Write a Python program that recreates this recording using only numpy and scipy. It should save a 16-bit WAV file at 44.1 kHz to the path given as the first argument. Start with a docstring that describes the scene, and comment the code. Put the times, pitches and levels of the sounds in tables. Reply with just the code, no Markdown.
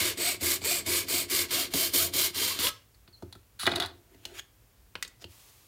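"""A small, quiet workshop: a fine-toothed backsaw cuts a dowel in a plastic jig on a board.
In thirteen quick strokes each tooth tears fibres and nudges the board. The blade rings as it
leaves the cut and is laid clattering on the bench. Fingers slide the offcut out and drop it,
and the arm brushes away."""
import sys
import numpy as np
from scipy import signal
from scipy.fft import rfft, irfft
from scipy.io import wavfile
from scipy.ndimage import uniform_filter1d

SR = 44100
rng = np.random.default_rng(int(sys.argv[2]) if len(sys.argv) > 2 else 0)


def unload_wav(signal):
    """Save mono or channel-first audio to the path in sys.argv[1] as 16-bit WAV at rate SR, clipped to [-1, 1]."""
    wavfile.write(
        sys.argv[1],
        SR,
        np.round(np.clip(np.atleast_2d(signal).T, -1, 1) * 32767).astype(np.int16),
    )


N = 250047
TIME = np.arange(N) / SR
TAPS = 4096
FREQ = np.maximum(np.arange(TAPS // 2 + 1) * SR / TAPS, 1)
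BREAKTHROUGH_S = 2.687


def undb(db):
    """Decibels to gain."""
    return np.exp(np.asarray(db) * (np.log(10) / 20))


def unit(x):
    """Scale to rms 1."""
    return x / np.sqrt(np.mean(x ** 2))


def shape(points, peaks=()):
    """Colour in dB over FREQ, plus resonances at most 9 dB high and at least f/25 wide."""
    hz, db = np.transpose(points)
    bumps = sum(min(gain_db, 9) / (1 + (2 * (FREQ - peak_hz) / max(width_hz, peak_hz / 25)) ** 2)
                for peak_hz, width_hz, gain_db in peaks)
    return np.interp(np.log(FREQ), np.log(hz), db) + bumps


def response(db):
    """Minimum-phase impulse response of a colour, unit energy."""
    cepstrum = irfft(np.log(undb(db)))
    cepstrum[1:TAPS // 2] *= 2
    cepstrum[TAPS // 2 + 1:] = 0
    h = irfft(np.exp(rfft(cepstrum)))
    return h / np.linalg.norm(h)


def ring(modes, max_t60_s=0.47):
    """Impulse response of decaying modes, unit energy; the hands damp the longest."""
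    t = TIME[:SR]
    h = sum((-1) ** k * undb(db) * np.sin(2 * np.pi * hz * t) * 1000 ** (-t / min(t60_s, max_t60_s))
            for k, (hz, db, t60_s) in enumerate(modes))
    return h / np.linalg.norm(h)


def through(x, h):
    """Convolve with h, skipping silence at both ends."""
    out, sounding = np.zeros(N + len(h)), np.flatnonzero(x)
    if len(sounding):
        first, last = sounding[0], sounding[-1]
        out[first:last + len(h)] = signal.oaconvolve(x[first:last + 1], h)
    return out[:N]


def walk(rate_hz):
    """Smooth random drift, spread near 1."""
    steps = rng.standard_normal(8192)
    return np.interp(TIME * rate_hz, np.arange(len(steps)), steps)


def grains(rate_hz, scatter_db):
    """Tiny slips, random in time and size, rms 1."""
    slips = (rng.random(N) < rate_hz / SR) * rng.choice([-1, 1], N)
    return unit(slips * undb(scatter_db * rng.standard_normal(N)))


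def burst(start_s, attack_s, hold_s, release_s):
    """Envelope: linear attack, hold, then -20 dB per release_s."""
    fading_s = np.maximum(TIME - start_s - attack_s - hold_s, 0)
    return np.clip((TIME - start_s) / attack_s, 0, 1) * undb(-20 * fading_s / release_s)


# Room tone: f/Hz, level/dB
AIR_COLOUR = [(15, -47), (25, -16), (58, 1), (76, -10), (114, -4.5), (134, -16.5), (236, -20.5),
              (344, -21.5), (754, -26.5), (3340, -32), (3620, -32.5), (6560, -33), (10400, -33.5),
              (13600, -31), (16000, -31.5)]


def room_tone(level_db=-60.5):
    """Steady low rumble and hiss."""
    air = unit(through(rng.standard_normal(N), response(shape(AIR_COLOUR))))
    return air * undb(level_db + .5 * walk(8))


# Pull and push in turn: t/s, length/s, slip time/s, rasp/dB, pressure rise/dB, board/dB,
# mid-stroke tooth rate/Hz, treble/dB, zip/dB, cut depth/0-1
SAW_STROKES = [(-0.055, 0.22, .015, -28, 0, -39, 640, -2.5, -14, 0.02),
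               (0.159, 0.23, 0.0133, -28, 6.5, -40.5, 697, 1, -10, .02),
               (0.394, 0.21, 0.015, -27, 7.5, -39.5, 577.6, 1.5, -18, 0.05),
               (0.607, 0.25, 0.038, -28, -2.5, -41.5, 684.6, 2, -10.5, 0.01),
               (0.845, .23, 0.016, -28, 1, -40, 575, 0.5, -28, 0.07),
               (1.063, .224, 0.019, -28.5, -1.5, -39, 674.6, 2.5, -14, 0.27),
               (1.28, 0.21, 0.0175, -27, -1.5, -39.5, 573, 1, -26, 0.24),
               (1.482, 0.23, 0.024, -29.5, -6.5, -40, 703.7, 0.5, -9.5, 0.83),
               (1.703, .24, .033, -27.5, 1, -39.5, 658.6, 2.5, -22, .88),
               (1.917, .21, 0.018, -27, -11, -36, 688, 5.5, -18, 0.87),
               (2.119, 0.21, .016, -26, 0.5, -41.5, 692.4, 2, -31, 0.88),
               (2.329, 0.29, 0.015, -29.5, -2, -44.5, 512, -0.5, -18.5, .96),
               (2.559, .262, .029, -28.5, 0, -48, 549.6, -1, -12.5, 1)]


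def hand_strokes(slip_db=-9.5, bite_s=0.0012, leave_s=0.018, board_ease_db=-15.5):
    """Teeth skate after each turn, then bite. Returns tooth rate, force per stroke, board shake."""
    rate_hz, shake = np.zeros((2, N))
    forces = np.zeros((len(SAW_STROKES), N))
    for force, row in zip(forces, SAW_STROKES):
        start_s, length_s, slip_s, rasp_db, press_db, board_db, tooth_hz = row[:7]
        during = (TIME > start_s) & (TIME < start_s + length_s)
        t = TIME[during]
        part = (t - start_s) / length_s
        speed = np.abs(np.sin(np.pi * part))
        bite = np.clip((t - start_s - slip_s) / bite_s, 0, 1)
        engaged = undb(slip_db * (1 - bite) - 20 * np.maximum(t - BREAKTHROUGH_S, 0) / leave_s)
        swell = speed ** np.where(part < .5, 0.55, 2.34)  # fast rise, early fade
        force[during] = swell * undb(rasp_db + press_db * (part - .5)) * engaged
        shake[during] += speed ** 0.56 * undb(board_db + board_ease_db * (part - .5)) * engaged
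        rate_hz[during] = np.maximum(rate_hz[during], tooth_hz * speed ** .75)
    return rate_hz, forces, shake


def teeth(rate_hz, idle_hz=5, dowel_hz=2300):
    """Teeth jolt the dowel; many cut at once, so fibres tear in a dense stream."""
    phase = np.cumsum((rate_hz + idle_hz) * (1 + .06 * walk(250) + .03 * walk(35))) / SR
    tooth = phase.astype(int)
    size = undb(2.5 * rng.standard_normal(4096))[tooth]
    jolts = np.diff(tooth, prepend=0) * size * np.sqrt(SR / np.maximum(rate_hz, 200))
    zip_tone = .75 * np.sin(2 * np.pi * phase) * undb(4 * walk(130))
    for k in range(2, 8):  # overtones flare at the dowel's resonance
        flare = .22 + .7 / (1 + ((k * rate_hz - dowel_hz) / 450) ** 2)
        zip_tone += flare * np.sin(2 * np.pi * k * phase) * undb(3 * walk(130))
    fibres = grains(18000, 3.2) * undb(1.2 * walk(160))
    return jolts - uniform_filter1d(jolts, size=801), zip_tone, fibres


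def shimmer(x, t60_s=0.025, share_db=-5):
    """The thin blade's close modes smear each snap."""
    tail = rng.standard_normal(TAPS) * undb(-60 * TIME[:TAPS] / t60_s)
    smear = through(x, tail / np.linalg.norm(tail))
    return (x + undb(share_db) * smear) / np.hypot(1, undb(share_db))


# Tearing wood: f/Hz, level/dB
RASP_COLOUR = [(410, -41.5), (700, -8.5), (800, -11), (1580, -9), (2190, -7), (2700, -2.5), (3200, -1),
               (4610, -5.5), (7200, -5), (15000, -5), (16000, -27)]
# Blade and dowel resonances: f/Hz, width/Hz, pull/dB, push/dB, deep cut/dB
KERF_PEAKS = [(1030, 40, 1, -2, -1), (1700, 120, 3.5, -3, -2), (2030, 160, 1, 2.5, 0),
              (2200, 240, 29, 28, 1.5), (2490, 120, -0.5, 9, -2), (2616, 120, -12, -16, -16),
              (3220, 280, -1.5, 3, 8), (3430, 190, -1, -2.5, -5.5), (4130, 370, 4.5, 7.5, 7),
              (4600, 270, -1, 3.5, -0.5), (6080, 270, 1.5, 1.5, 2.5), (7150, 300, 4, 6, 1.5),
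              (7940, 260, 6, 9, -6), (8290, 950, 2, 7.5, 2.5), (9580, 1300, -2.5, -5, -3.5),
              (11950, 320, -1, -2, -6)]


def kerf_rasp(tearing, forces):
    """Tearing fibres excite the kerf; its tone shifts as the cut deepens."""
    rasp = 0
    for k, (force, (*_, treble_db, _, depth)) in enumerate(zip(forces, SAW_STROKES)):
        seating = 1 + .012 * rng.standard_normal(len(KERF_PEAKS))  # the blade sits anew each stroke
        peaks = [(hz * shift, width_hz, (1 - depth) * (push_db if k % 2 else pull_db) + depth * deep_db)
                 for shift, (hz, width_hz, pull_db, push_db, deep_db) in zip(seating, KERF_PEAKS)]
        tilt_db = treble_db * np.clip(np.log2(FREQ / 5000), -1, 2) / 2
        rasp += through(tearing * force, response(shape(RASP_COLOUR, peaks) + tilt_db))
    return shimmer(rasp)


# Board and bench top: f/Hz, level/dB, t60 before hand damping/s
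BOARD_MODES = [(86.9, -18.5, 0.44), (93.6, -14.5, 0.75), (147.8, -11, 0.086), (231, -10.5, 0.084),
               (277.2, -2, 0.12), (312.7, -2, 0.1), (349, -0.5, 0.16), (388.5, -1, 0.13), (442, -3, 0.065),
               (557, -6.5, 0.08), (588, -7.5, 0.024), (664, -0.5, 0.049), (931, -9.5, 0.063)]
BENCH_MODES = [(83, -4.5, .45), (108.8, -5.5, 0.43), (162.2, -8.5, .15), (208, -2.5, 0.1)]
# Teeth catching: t/s, length/s, board/dB, bench/dB
TOOTH_CATCHES = [(0.0, 0.016, -44, -46), (0.032, 0.033, -40.5, -67), (0.405, 0.027, -49, -42.5),
                 (0.856, 0.034, -44, -40.5), (1.115, 0.023, -40, -55), (1.364, 0.026, -40, -64),
                 (1.735, 0.022, -37, -34), (2.137, 0.014, -40.5, -44), (2.574, 0.021, -52, -46)]


def board_rumble(jolts, fibres, shake, sway_db=-55):
    """Sawing shakes the board and sways the bench; catching teeth jerk both."""
    judder, rocking = 0, undb(sway_db) * (TIME < BREAKTHROUGH_S)
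    for start_s, length_s, board_db, bench_db in TOOTH_CATCHES:
        catch = np.sin(np.pi * np.clip((TIME - start_s) / length_s, 0, 1))
        judder += undb(board_db) * catch
        rocking += undb(bench_db) * catch
    drive = undb(-6) * jolts + undb(-4) * fibres
    on_board = drive * (shake * undb(2 * walk(45.05)) + judder)
    return through(on_board, ring(BOARD_MODES)) + through(fibres * rocking, ring(BENCH_MODES))


# Free steel blade: f/Hz, level/dB, t60/s
BLADE_MODES = [(883, -17, .14), (1287, -3, .16), (1647, -19, .25), (3010, -19, .15), (4140, -14, .16),
               (4517, -18, .2), (5389, -14, .3), (6105, -20, .2), (7634, -23, .2), (8436, -25, .2),
               (10390, -25, .2)]


def sawing(jolt_db=-14, rasp_db=.5, blade_db=-14, dull_hz=4500, full_force_db=-32, free_s=0.039):
    """Teeth excite kerf, board and blade; the kerf damps the blade until it slips out."""
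    rate_hz, forces, shake = hand_strokes()
    jolts, zip_tone, fibres = teeth(rate_hz)
    tearing = fibres + undb(jolt_db) * jolts
    bright = np.clip(sum(forces) / undb(full_force_db), 0, 1) ** .5  # slow, light teeth only rub
    rubbing = unit(signal.sosfilt(signal.butter(1, dull_hz, fs=SR, output="sos"), tearing))
    tearing = bright * tearing + (1 - bright) * rubbing
    rasp = undb(rasp_db) * kerf_rasp(tearing, forces)
    zips = zip_tone * sum(force * undb(zip_db) for force, (*_, zip_db, _) in zip(forces, SAW_STROKES))
    free = np.clip(1 + (TIME - BREAKTHROUGH_S) / free_s, 0, 1) ** 2
    blade = undb(blade_db) * through(tearing * sum(forces) * free, ring(BLADE_MODES))
    return rasp + zips + blade + board_rumble(jolts, fibres, shake)


def stick_slip(rows, overtone_db, roughness):
    """Brief rough friction tones that glide with sliding speed."""
    out = np.zeros(N)
    wobble = 1 + roughness * walk(500)
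    for start_s, length_s, start_hz, end_hz, db in rows:
        during = (TIME > start_s) & (TIME < start_s + length_s)
        part = (TIME[during] - start_s) / length_s
        phase = 2 * np.pi * np.cumsum((start_hz + (end_hz - start_hz) * part) * wobble[during]) / SR
        tone = np.sin(phase) + undb(overtone_db) * np.sin(2 * phase)
        out[during] += undb(db) * np.sin(np.pi * part) * tone
    return out


# Squeals on wood: t/s, length/s, start f/Hz, end f/Hz, level/dB
WOOD_SQUEALS = [(0.24, 0.075, 2150, 2350, -34.5), (1.751, 0.054, 947.6, 1217, -53),
                (1.98, 0.059, 1094, 1554, -39), (2.47, 0.03, 1848, 2110, -49),
                (2.501, 0.029, 1020, 1140, -39.5), (2.625, 0.074, 904, 1122, -37.5),
                (4.362, 0.029, 2100, 2800, -52), (4.381, 0.029, 1496, 1744, -48),
                (4.388, .017, 3130, 3480, -38.5)]


def wood_squeals():
    """Blade or offcut sticks and slips against wood."""
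    return stick_slip(WOOD_SQUEALS, overtone_db=-3.5, roughness=0.03)


def knocks(rows, body_db, click_db, thump_db, sway_db, contact_s, focus_oct, focus_db):
    """Short rattling contacts ring the struck body and thump board and bench."""
    clicks, pushes = np.zeros((2, N))
    for start_s, level_db, hz, board_db, treble_db in rows:
        contact = rng.standard_normal(TAPS) * np.exp(-TIME[:TAPS] / contact_s)
        contact[0] = 3
        bump_db = focus_db / (1 + (np.log2(FREQ / hz) / focus_oct) ** 2)
        tilt_db = (treble_db + 26.5) * np.clip(np.log2(FREQ / 3200), 0, 1) * 0.57
        # a blow that barely moves the board is thin in the lows
        thin_db = .5 * min(board_db - level_db + 23, 0) * np.clip(np.log2(1800 / FREQ), 0, 1.5)
        click = signal.fftconvolve(contact, response(body_db + bump_db + tilt_db + thin_db))[:TAPS]
        i = int(start_s * SR)
        clicks[i:i + TAPS] += undb(level_db + click_db) * click / np.linalg.norm(click)
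        pushes[i] += undb(board_db)
    thump = through(pushes, ring(BOARD_MODES))
    sway = through(np.minimum(pushes, .012), ring(BENCH_MODES))  # firm blows sway the heavy bench alike
    return clicks + undb(thump_db) * thump + undb(sway_db) * sway


# Dowel and jig blows, relative levels: t/s, level/dB, centre f/Hz, board/dB, treble/dB
DOWEL_HITS = [(0.617, -29, 3880, -38, -27), (0.64, -22, 2070, -45, -6), (1.738, -14.5, 4000, -26.5, -12),
              (2.59, -16, 3530, -51, -16), (2.669, -9, 3300, -41, -26), (4.146, -46, 2200, -53, -19),
              (4.253, -20, 3350, -47.5, -11), (4.954, -19, 1800, -49, -43), (5.026, -14, 2060, -64, -15),
              (5.049, -27.5, 3910, -58, -18), (5.078, -33.5, 7650, -60, 0), (5.242, -26, 3100, -41, -21)]


def dowel_knocks():
    """The dowel knocks in the jig; the offcut clicks loose and drops."""
    wood_db = shape([(150, 10), (600, 11.5), (1500, 1), (3200, 1), (7000, -6), (16000, -14)],
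                    peaks=[(1450, 510, 1.3), (2220, 200, 1), (2900, 490, 7.3), (4300, 1000, 7.3),
                           (6540, 590, 1.7)])
    return knocks(DOWEL_HITS, wood_db, click_db=10, thump_db=19.5, sway_db=21.5,
                  contact_s=0.0046, focus_oct=0.35, focus_db=10)


# Saw on bench, relative levels: t/s, level/dB, centre f/Hz, board/dB, treble/dB
SAW_HITS = [(2.946, -50, 4320, -81, -1), (3.077, -43.5, 4470, -53.5, -42), (3.224, -40, 1240, -33, -10),
            (3.326, -32.5, 4030, -59, -12), (3.352, -41, 1280, -49, -10),
            (3.632, -24.5, 1240, -41.5, -33.5), (3.656, -18, 3780, -53, -24),
            (3.666, -9.5, 3580, -22.5, -22), (3.674, -7.5, 1630, -26.5, -55), (3.717, -19, 3700, -33, -24),
            (3.736, -23, 2340, -35, -45), (3.758, -15.5, 3880, -44, -4), (3.8, -13.5, 3630, -37, -18),
            (3.823, -17.5, 3530, -69, -24), (3.86, -26, 4070, -55, 1)]


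def blade_ring(twang_db=-9.5, knock_db=-7):
    """The blade is plucked at breakthrough and each time it meets the bench."""
    plucks = np.zeros(N)
    plucks[int(BREAKTHROUGH_S * SR)] = undb(twang_db)
    for start_s, level_db, *_ in SAW_HITS:
        plucks[int(start_s * SR)] += undb(level_db + knock_db)
    return through(plucks, ring(BLADE_MODES))


# Resonances of the blade against the bench: f/Hz, width/Hz, level/dB
LYING_PEAKS = [(702, 80, 9), (1450, 230, 4), (1970, 120, 3.5), (2470, 89, 7), (2930, 100, 13),
               (3410, 120, 11), (3770, 190, 7), (4040, 110, -1), (4120, 110, 3), (4450, 120, 1),
               (10850, 700, 12.5)]
# Blade struck, and its edge sliding: f/Hz, level/dB
STEEL_COLOUR = [(200, -9.5), (550, -5), (850, 3.5), (1500, 1), (2800, -7.5), (4500, -1), (5500, -12.5),
                (9000, -13.5), (12000, -18), (16000, -20.5)]
EDGE_COLOUR = [(300, -27), (900, -15.5), (1500, 1.5), (2500, -7), (3500, -2), (4200, 5.5), (5500, -7),
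               (8000, -8), (10500, -3.5), (12500, -15), (16000, -12)]
# Steel on the board's edge: t/s, length/s, start f/Hz, end f/Hz, level/dB
STEEL_SQUEAKS = [(3.076, 0.028, 4500, 4400, -68), (3.124, .044, 4460, 4060, -51.5),
                 (3.166, 0.03, 4300, 4360, -62)]
# Chatter as the blade, then the handle, comes down: t/s, hold/s, release/s, level/dB
BLADE_CHATTERS = [(3.682, 0.062, 0.093, -38.5), (3.8, 0.037, 0.039, -36)]


def laying_down(slide_s=3.59, flat_s=3.672):
    """The blade knocks, squeaks, slides on its edge, drops flat and chatters to rest."""
    steel_db = shape(STEEL_COLOUR, LYING_PEAKS)
    sliding = undb(-35) * burst(slide_s, attack_s=.008, hold_s=.042, release_s=.04)
    slide = through(grains(11000, 2.3) * sliding, response(shape(EDGE_COLOUR, LYING_PEAKS)))
    rattle = grains(2000, 4) * undb(2.5 * walk(110))
    rocking = sum(undb(db) * burst(start_s, 0.014, hold_s, release_s)
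                  for start_s, hold_s, release_s, db in BLADE_CHATTERS)
    chatter = through(rattle * rocking, response(steel_db - 8 * np.clip(np.log2(FREQ / 4500), 0, 1)))
    landing = undb(-38) * burst(flat_s, attack_s=0.0055, hold_s=0.062, release_s=0.17)
    board = through(rattle * landing, ring(BOARD_MODES))
    squeaks = stick_slip(STEEL_SQUEAKS, overtone_db=-23, roughness=0.024)
    hits = knocks(SAW_HITS, steel_db, click_db=13.5, thump_db=20.5, sway_db=25.5,
                  contact_s=0.0062, focus_oct=0.19, focus_db=14)
    return hits + squeaks + slide + chatter + board


# Rubs on the jig: peak t/s, 20 dB rise/s, 20 dB fall/s, level/dB, centre f/Hz, board/dB
JIG_RUBS = [(4.14, 0.15, .07, -68.5, 2000, -59.5), (4.268, 0.1, 0.058, -56.5, 2980, -64),
            (4.315, 0.04, 0.054, -60, 1800, -51.5), (4.355, 0.037, .05, -53.5, 2280, -62),
            (4.397, 0.048, 0.0084, -39, 2980, -69), (4.78, 0.063, 0.046, -72, 4500, -84),
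            (5.224, 0.026, 0.036, -51, 5000, -56)]


def offcut_rubs():
    """Fingers and offcut rub on the jig; the friction also shakes the board."""
    friction = grains(6000, 3) * undb(1.5 * walk(120))
    slide, on_board = 0, 0
    for peak_s, rise_s, fall_s, db, hz, board_db in JIG_RUBS:
        rub = friction * undb(-20 * np.maximum((peak_s - TIME) / rise_s, (TIME - peak_s) / fall_s))
        colour_db = shape([(100, -13.5), (900, -3.5), (1500, 3), (7000, -2.5), (16000, -7)],
                          peaks=[(hz, hz / 2, 9), (6900, 280, 8)])
        slide += undb(db) * through(rub, response(colour_db))
        on_board += undb(board_db) * rub
    return slide + through(on_board, ring(BOARD_MODES))


# Skin on the bench: f/Hz, level/dB
SKIN_COLOUR = [(240, -42), (400, -2.5), (520, -12), (1140, -3.5), (1510, -11), (1930, -6.5), (3530, -4.5),
               (16000, -7.5)]


def arm_brush(start_s=5.275, level_db=-55.5):
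    """The arm brushes off the bench with a fading hiss."""
    envelope = undb(level_db + 0.92 * walk(30)) * burst(start_s, attack_s=0.046, hold_s=0, release_s=1.3)
    return through(rng.standard_normal(N) * envelope, response(shape(SKIN_COLOUR)))


def room(x, wet_db=-15, t60_low_s=0.31, t60_high_s=0.17):
    """Reflections of a small furnished room; treble dies first."""
    t = TIME[:SR // 2]
    noise = rng.standard_normal(len(t))
    low = signal.sosfilt(signal.butter(1, 3000, fs=SR, output="sos"), noise)
    tail = low * undb(-60 * t / t60_low_s) + 0.87 * (noise - low) * undb(-60 * t / t60_high_s)
    tail *= np.clip((t - .003) / 0.01, 0, 1)
    return x + undb(wet_db) * through(x, tail / np.linalg.norm(tail))


def scene():
    """Saw, bench and hands over room tone, mono."""
    air = room_tone()
    saw = sawing() + wood_squeals() + blade_ring() + laying_down()
    handling = offcut_rubs() + arm_brush() + dowel_knocks()
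    return (room(saw + handling) + air)[None]


def record(dry, low_hz=42, top_hz=15900):
    """Thin the deepest bass and cut the top."""
    dry = signal.sosfilt(signal.butter(3, low_hz, "highpass", fs=SR, output="sos"), dry)
    return signal.sosfilt(signal.ellip(10, .1, 80, top_hz, fs=SR, output="sos"), dry)


dry = scene()
out = record(dry)
unload_wav(out)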